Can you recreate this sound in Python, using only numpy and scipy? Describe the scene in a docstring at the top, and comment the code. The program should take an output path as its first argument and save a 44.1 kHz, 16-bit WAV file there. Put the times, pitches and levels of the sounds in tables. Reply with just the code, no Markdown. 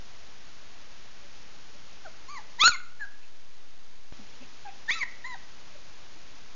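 """Puppies at play

Close by on a carpet in a small room: soft bumps of paws, a few thin yips, one loud high yelp, a second yelp, fur brushing.
Each cry is a nearly pure whistle whose pitch arches up and falls, with overtones that flare as they pass
through the mouth's resonance; bumps are short padded rings and brushes are swishes of narrow noise.
A small hissy camera samples coarsely, so overtones are mirrored, and turns its gain down after the loud yelp."""
import sys
import numpy as np
from scipy import signal
from scipy.fft import rfft, irfft, next_fast_len
from scipy.io import wavfile
from scipy.ndimage import uniform_filter1d, map_coordinates

SR = 44100
rng = np.random.default_rng(int(sys.argv[2]) if len(sys.argv) > 2 else 0)


def to_wav(s):
    """Save 16-bit WAV."""
    ch = np.atleast_2d(s).T  # columns
    pcm = np.round(np.clip(ch, -1, 1) * 32767)  # PCM
    wavfile.write(sys.argv[1], SR, pcm.astype(np.int16))


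N = 288855
TIME = np.arange(N) / SR  # s
HOLD_COUNT = 4  # the camera holds each sample for this many steps

# courses of the loud yelp and the second one: time_s, pitch_hz, fundamental_db, octave_db, upper_overtones_db
LOUD_YELP = [(2.589, 931.5, -41.5, -50, -54), (2.601, 1010, -43, -25.5, -33),
             (2.617, 1142, -28, -32.5, -15.5), (2.631, 1259, -21.5, -22.5, -26.5),
             (2.659, 1381, -16, -25.5, -14), (2.679, 1479, -16, -35.5, -15.5),
             (2.697, 1399, -23.5, -54.5, -26), (2.723, 1200, -36.5, -28, -39),
             (2.737, 1127, -47, -38.5, -33.5), (2.751, 1066, -36, -28.5, -43),
             (2.76, 1027, -52, -34.5, -54.5)]
SECOND_YELP = [(4.883, 869.4, -53, -38, -54), (4.893, 910.2, -46.5, -24.5, -40),
               (4.909, 1092, -46, -24, -37.5), (4.921, 1191, -46, -34, -29), (4.937, 1322, -52, -35, -41.5),
               (4.943, 1333, -63, -35.5, -36), (4.959, 1353, -39.5, -52, -47), (4.985, 1289, -44, -45, -43),
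               (4.999, 1179, -47, -48, -46.5), (5.017, 1109, -50, -27.5, -47.5),
               (5.037, 951, -42.5, -26.5, -53)]


def amp(db):
    """Decibels to amplitude."""
    return 10 ** (np.asarray(db) / 20)


def unit(x):
    """x scaled to an rms of one."""
    return x / np.sqrt(np.mean(x ** 2) + 1e-20)


def along(points, hz):
    """Read a curve of (frequency, value) points on a log frequency axis."""
    point_hz, value = np.transpose(points)
    return np.interp(np.log(hz + 1e-9), np.log(point_hz), value)


def filtered(x, response):
    """Shape the spectrum of x by a response of frequency."""
    padded = next_fast_len(N + SR // 2)
    spectrum = rfft(x, padded) * response(np.fft.rfftfreq(padded, 1 / SR))
    return irfft(spectrum, padded)[:N]


def wobble(t, rate):
    """A smooth random curve over the times t, with rate knots a second."""
    position = (t - t[0]) * rate
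    knots = rng.standard_normal(int(position[-1]) + 4)
    return map_coordinates(knots, [position])


def hiss(level_db=-52):
    """Even microphone noise, heavier in the bass, up to half the coarse sampling rate."""
    # colour of the microphone's noise: frequency_hz, relative_level_db
    colour = [(20, 17.5), (50, 8.5), (110, 7), (330, 3.5), (800, 3), (3600, 2.5), (5500, 3)]
    noise = rng.standard_normal(N)
    return amp(level_db) * unit(filtered(noise, lambda hz: amp(along(colour, hz)) * (hz < SR / HOLD_COUNT / 2)))


def bumps(scuff=0.48):
    """Paws and bodies hit floor and boards: padded blows swell and fade within a few cycles of what they hit."""
    # the blows: peak_s, ring_hz, ring_level_db, length_s
    blows = [(1.248, 572, -56, 0.016), (1.756, 590, -58, 0.014), (4.197, 244, -43, 0.006),
             (4.221, 202, -52, 0.022), (4.424, 252, -48.5, 0.016), (5.759, 589, -46.5, 0.0059),
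             (6.165, 314, -51, 0.0062), (6.345, 285, -58, 0.011)]
    out = np.zeros(N)
    for peak_s, hz, db, length in blows:
        span = abs(TIME - peak_s) < .1
        t = TIME[span] - peak_s
        swell = np.exp(-(t / length) ** 2)
        ring = np.cos(2 * np.pi * hz * t)
        out[span] += amp(db) * swell * (ring + scuff * wobble(t, 1600))
    return out


def room(x, tail_db=-18, walls_db=-17):
    """Near boards throw back a few weak copies; the room then rings briefly. Returns the echo alone."""
    # how long the room rings: frequency_hz, t60_s
    ring_times = [(200, 0.17), (1400, 0.53), (2200, 0.56), (4000, 0.39), (8000, 0.12)]
    hz, t, noise = signal.stft(rng.standard_normal(SR // 2), SR, nperseg=256)
    decay = amp(-60 * t / along(ring_times, hz)[:, None])
    build_up = 1 - np.exp(-t / 0.0057)
    tail = signal.istft(noise * decay * build_up, SR, nperseg=256)[1]
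    answer = amp(tail_db) * tail / np.linalg.norm(tail)
    delays = rng.uniform(0.0019, 0.033, size=8)  # s, to the boards and back
    answer[(delays * SR).astype(int)] += amp(walls_db) / np.sqrt(len(delays))
    return signal.fftconvolve(x, answer)[:N]


def cry(rough, sharp, mouth_hz, rows, edge=0.0055, jitter=0.066, flutter_hz=900, air_db=-13):
    """Tight vocal folds whistle on one pitch; strain shakes pitch and size and adds a rasp."""
    # the mouth's resonance: frequency as a ratio to the resonance, level_db
    mouth_curve = [(.6, -24.5), (.75, -33), (.88, -2), (1, 0.5), (1.12, -2), (1.3, -8), (1.7, -9.5),
                   (2.1, -28), (3, -49.5)]
    # the throat's fixed colour on the upper overtones: frequency_hz, level_db
    throat = [(3000, 0), (3400, 1.5), (4400, 0), (5100, 0), (5500, -4), (5800, -10), (6200, -3), (6700, 0),
              (7300, -5)]
    # air through the throat: frequency_hz, relative_level_db
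    air_colour = [(500, -33), (1300, -9), (2300, -2), (4200, 5), (5500, -4), (8000, -36.5)]
    s, pitch, low_db, octave_db, upper_db = np.transpose(rows)
    span = (TIME > s[0] - edge) & (TIME < s[-1] + edge)
    t = TIME[span]
    shake = rough * jitter * wobble(t, flutter_hz) + 0.0009 * wobble(t, 128)
    hz = np.interp(t, s, pitch) * (1 + shake)
    phase = 2 * np.pi * np.cumsum(hz) / SR
    low, octave, upper = (amp(np.interp(t, s, db)) for db in (low_db, octave_db, upper_db))

    # the mouth's resonance slides from its first to its last frequency; each upper overtone flares in passing
    mouth = np.linspace(*mouth_hz, len(t))
    sizes = [low, octave]
    for k in np.arange(3, 10):
        flare_db = sharp * along(mouth_curve, k * hz / mouth)
        sizes.append(upper * amp(flare_db + along(throat, k * hz)))
    voice = np.zeros(len(t))
    for k, size in enumerate(sizes, 1):
        voice += size * (1 + rough * wobble(t, flutter_hz)) * np.sin(k * phase)

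    # air rushes for the whole cry, in one puff a cycle
    rush = unit(filtered(rng.standard_normal(N), lambda f: amp(along(air_colour, f))))
    air = rush[span] * (1 + np.sin(phase))
    strength = low + octave + upper
    rasp = rough * amp(air_db) * np.sqrt(strength * strength.mean()) * air
    gate = np.clip(np.minimum(t - t[0], t[-1] - t) / edge, 0, 1)
    out = np.zeros(N)
    out[span] = np.sqrt(2) * gate * (voice + rasp)
    return out


def yip_course(s, rise, fall, start_hz, top_hz, end_hz, broken_hz, low_db, octave_db, upper_db, swell_db, growth_db):
    """The pitch arches over its top and breaks downwards at the end, where the overtones fade."""
    # the throat's colour on a yip's octave: pitch_hz of the fundamental, level_db
    octave_colour = [(1300, -3), (1620, 0), (2020, 0), (2200, -11), (2400, -4)]
    rise_bend, fall_bend = 2.2, 1.4  # powers of the pitch arch on either side of its top
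    onset_s, onset_db = 0.0072, 2.5  # fundamental and upper overtones start this much softer, for this long
    low_swell_db = 1.5  # the fundamental grows towards the middle
    break_s, break_hold_s = .003, .01
    break_dull_db, break_lift_db = 13.5, 0.5  # loss of the overtones, gain of the fundamental

    voiced = rise + fall
    t = np.linspace(0, voiced + break_s + break_hold_s, 100)
    before = np.clip(1 - t / rise, 0, 1)
    after = np.clip((t - rise) / fall, 0, 1)
    broken = np.clip((t - voiced) / break_s, 0, 1)
    hz = top_hz + (start_hz - top_hz) * before ** rise_bend
    hz += (end_hz - top_hz) * after ** fall_bend
    hz += (broken_hz - end_hz) * broken

    progress = np.clip(t / voiced, 0, 1)
    swell = np.sin(np.pi * progress)
    soft_db = -onset_db * np.clip(1 - t / onset_s, 0, 1)
    bright_db = swell_db * swell - break_dull_db * broken
    low = low_db + soft_db + low_swell_db * swell + break_lift_db * broken
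    octave = octave_db + bright_db + growth_db * (progress - .5) + along(octave_colour, hz)
    upper = upper_db + soft_db + bright_db
    return np.transpose([s + t, hz, low, octave, upper])


def yips():
    """Thin short whistles, smooth and through a narrow mouth resonance, each with its own echo."""
    # the yips: start_s, rise_s, fall_s, start_hz, top_hz, end_hz, broken_hz (after the break),
    # fundamental_db, octave_db, upper_overtones_db, overtone_swell_db,
    # octave_growth_db (start to end), mouth_resonance_hz, echo_db
    yip_list = [(2.052, 0.0024, .015, 803, 780, 684, 635, -47.5, -45, -71, 2.5, 5, 4370, 1),
                (2.286, .043, .055, 1038, 1190, 950, 850, -46, -46, -49.5, -5, 15.5, 4490, 3.5),
                (3.0, 0.0075, .039, 872, 864, 774, 710, -56.5, -36.5, -63, 9.5, 6.5, 4200, 2.5),
                (4.652, 0.0035, .024, 820, 829, 795, 782, -44, -51.5, -73, 4, 8, 4000, 4.5),
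                (5.247, 0.027, 0.071, 933, 1040, 945, 780, -46, -34, -48.5, -7.5, -4, 4030, 1.5)]
    out = np.zeros(N)
    for *course, mouth_hz, echo_db in yip_list:
        voice = cry(.05, 2, (mouth_hz, mouth_hz), yip_course(*course))
        out += voice + amp(echo_db) * room(voice)
    return out


def yelps():
    """The loud yelp and the second one: rougher whistles whose mouth resonance climbs, each with its own echo."""
    # the yelps: course, roughness (0-1), sharpness of the mouth resonance, echo_db, mouth_start_hz, mouth_end_hz
    yelp_list = [(LOUD_YELP, .085, 1.26, 0, 3500, 4180), (SECOND_YELP, 0.16, 1.02, 1, 3420, 4660)]
    out = np.zeros(N)
    for course, rough, sharp, echo_db, *mouth_hz in yelp_list:
        voice = cry(rough, sharp, mouth_hz, course)
        out += voice + amp(echo_db) * room(voice)
    return out


def brushes(width_hz=300):
    """Fur brushes past: short soft swishes of narrow noise."""
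    # the swishes: peak_s, centre_hz, level_db, length_s
    swishes = [(3.24, 2570, -55, 0.019), (4.427, 2540, -56, .018), (4.69, 2490, -55, 0.022)]
    out = np.zeros(N)
    for peak_s, centre, db, length in swishes:
        noise = rng.standard_normal(N)
        swish = unit(filtered(noise, lambda hz: 1 / (1 + ((hz - centre) / width_hz) ** 2)))
        out += amp(db) * np.exp(-((TIME - peak_s) / length) ** 2) * swish
    return out


def scene():
    """Bumps, yips, yelps and brushes in the room, over the hiss."""
    play = bumps() + brushes()
    return (hiss() + play + room(play) + yips() + yelps())[None]


def gain_step(x, cut_db=-4.5, click=0.014, click_decay=0.0036):
    """The first loud sound switches the gain down for a while; each switch shifts the amplifier's bias with a tick."""
    threshold = .1  # rms amplitude
    wait, hold = .083, 1.43  # s, from the loud sound to the cut, and the end of the cut counted from there
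    bias, bias_shift = -.0216, -.0089
    level = np.sqrt(abs(uniform_filter1d(x ** 2, SR // 200)))  # over 5 ms
    loud_s = np.min(TIME[level > threshold], initial=TIME[-1])
    since = TIME - loud_s - wait
    down = ((since > 0) & (since < hold)).astype(float)
    tick = signal.lfilter([1, -1], [1, -np.exp(-1 / (click_decay * SR))], down)
    return x * amp(cut_db * down) + bias + bias_shift * down - click * tick


def coarse_sampling(x, slip_samples=1.26):
    """Samples held at a low rate mirror the overtones; timing drifts and slips back each buffer, ticking in loud cries."""
    buffer_s, first_s = .04128, .0367
    at = np.arange(0, N, HOLD_COUNT)
    progress = ((at / SR - first_s) / buffer_s) % 1
    slip = slip_samples * (.5 - progress)  # in held samples
    held = map_coordinates(x, [at + HOLD_COUNT * slip], mode="nearest")
    return np.repeat(held, HOLD_COUNT)[:N]


def record(dry):
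    """The camera steps its gain, samples coarsely and keeps nothing above its band limit."""
    top_hz, slope_hz = 7030, 300
    held = coarse_sampling(gain_step(dry[0]))
    return filtered(held, lambda hz: np.clip((top_hz - hz) / slope_hz + .5, 0, 1))[None]


dry = scene()
out = record(dry)
to_wav(out)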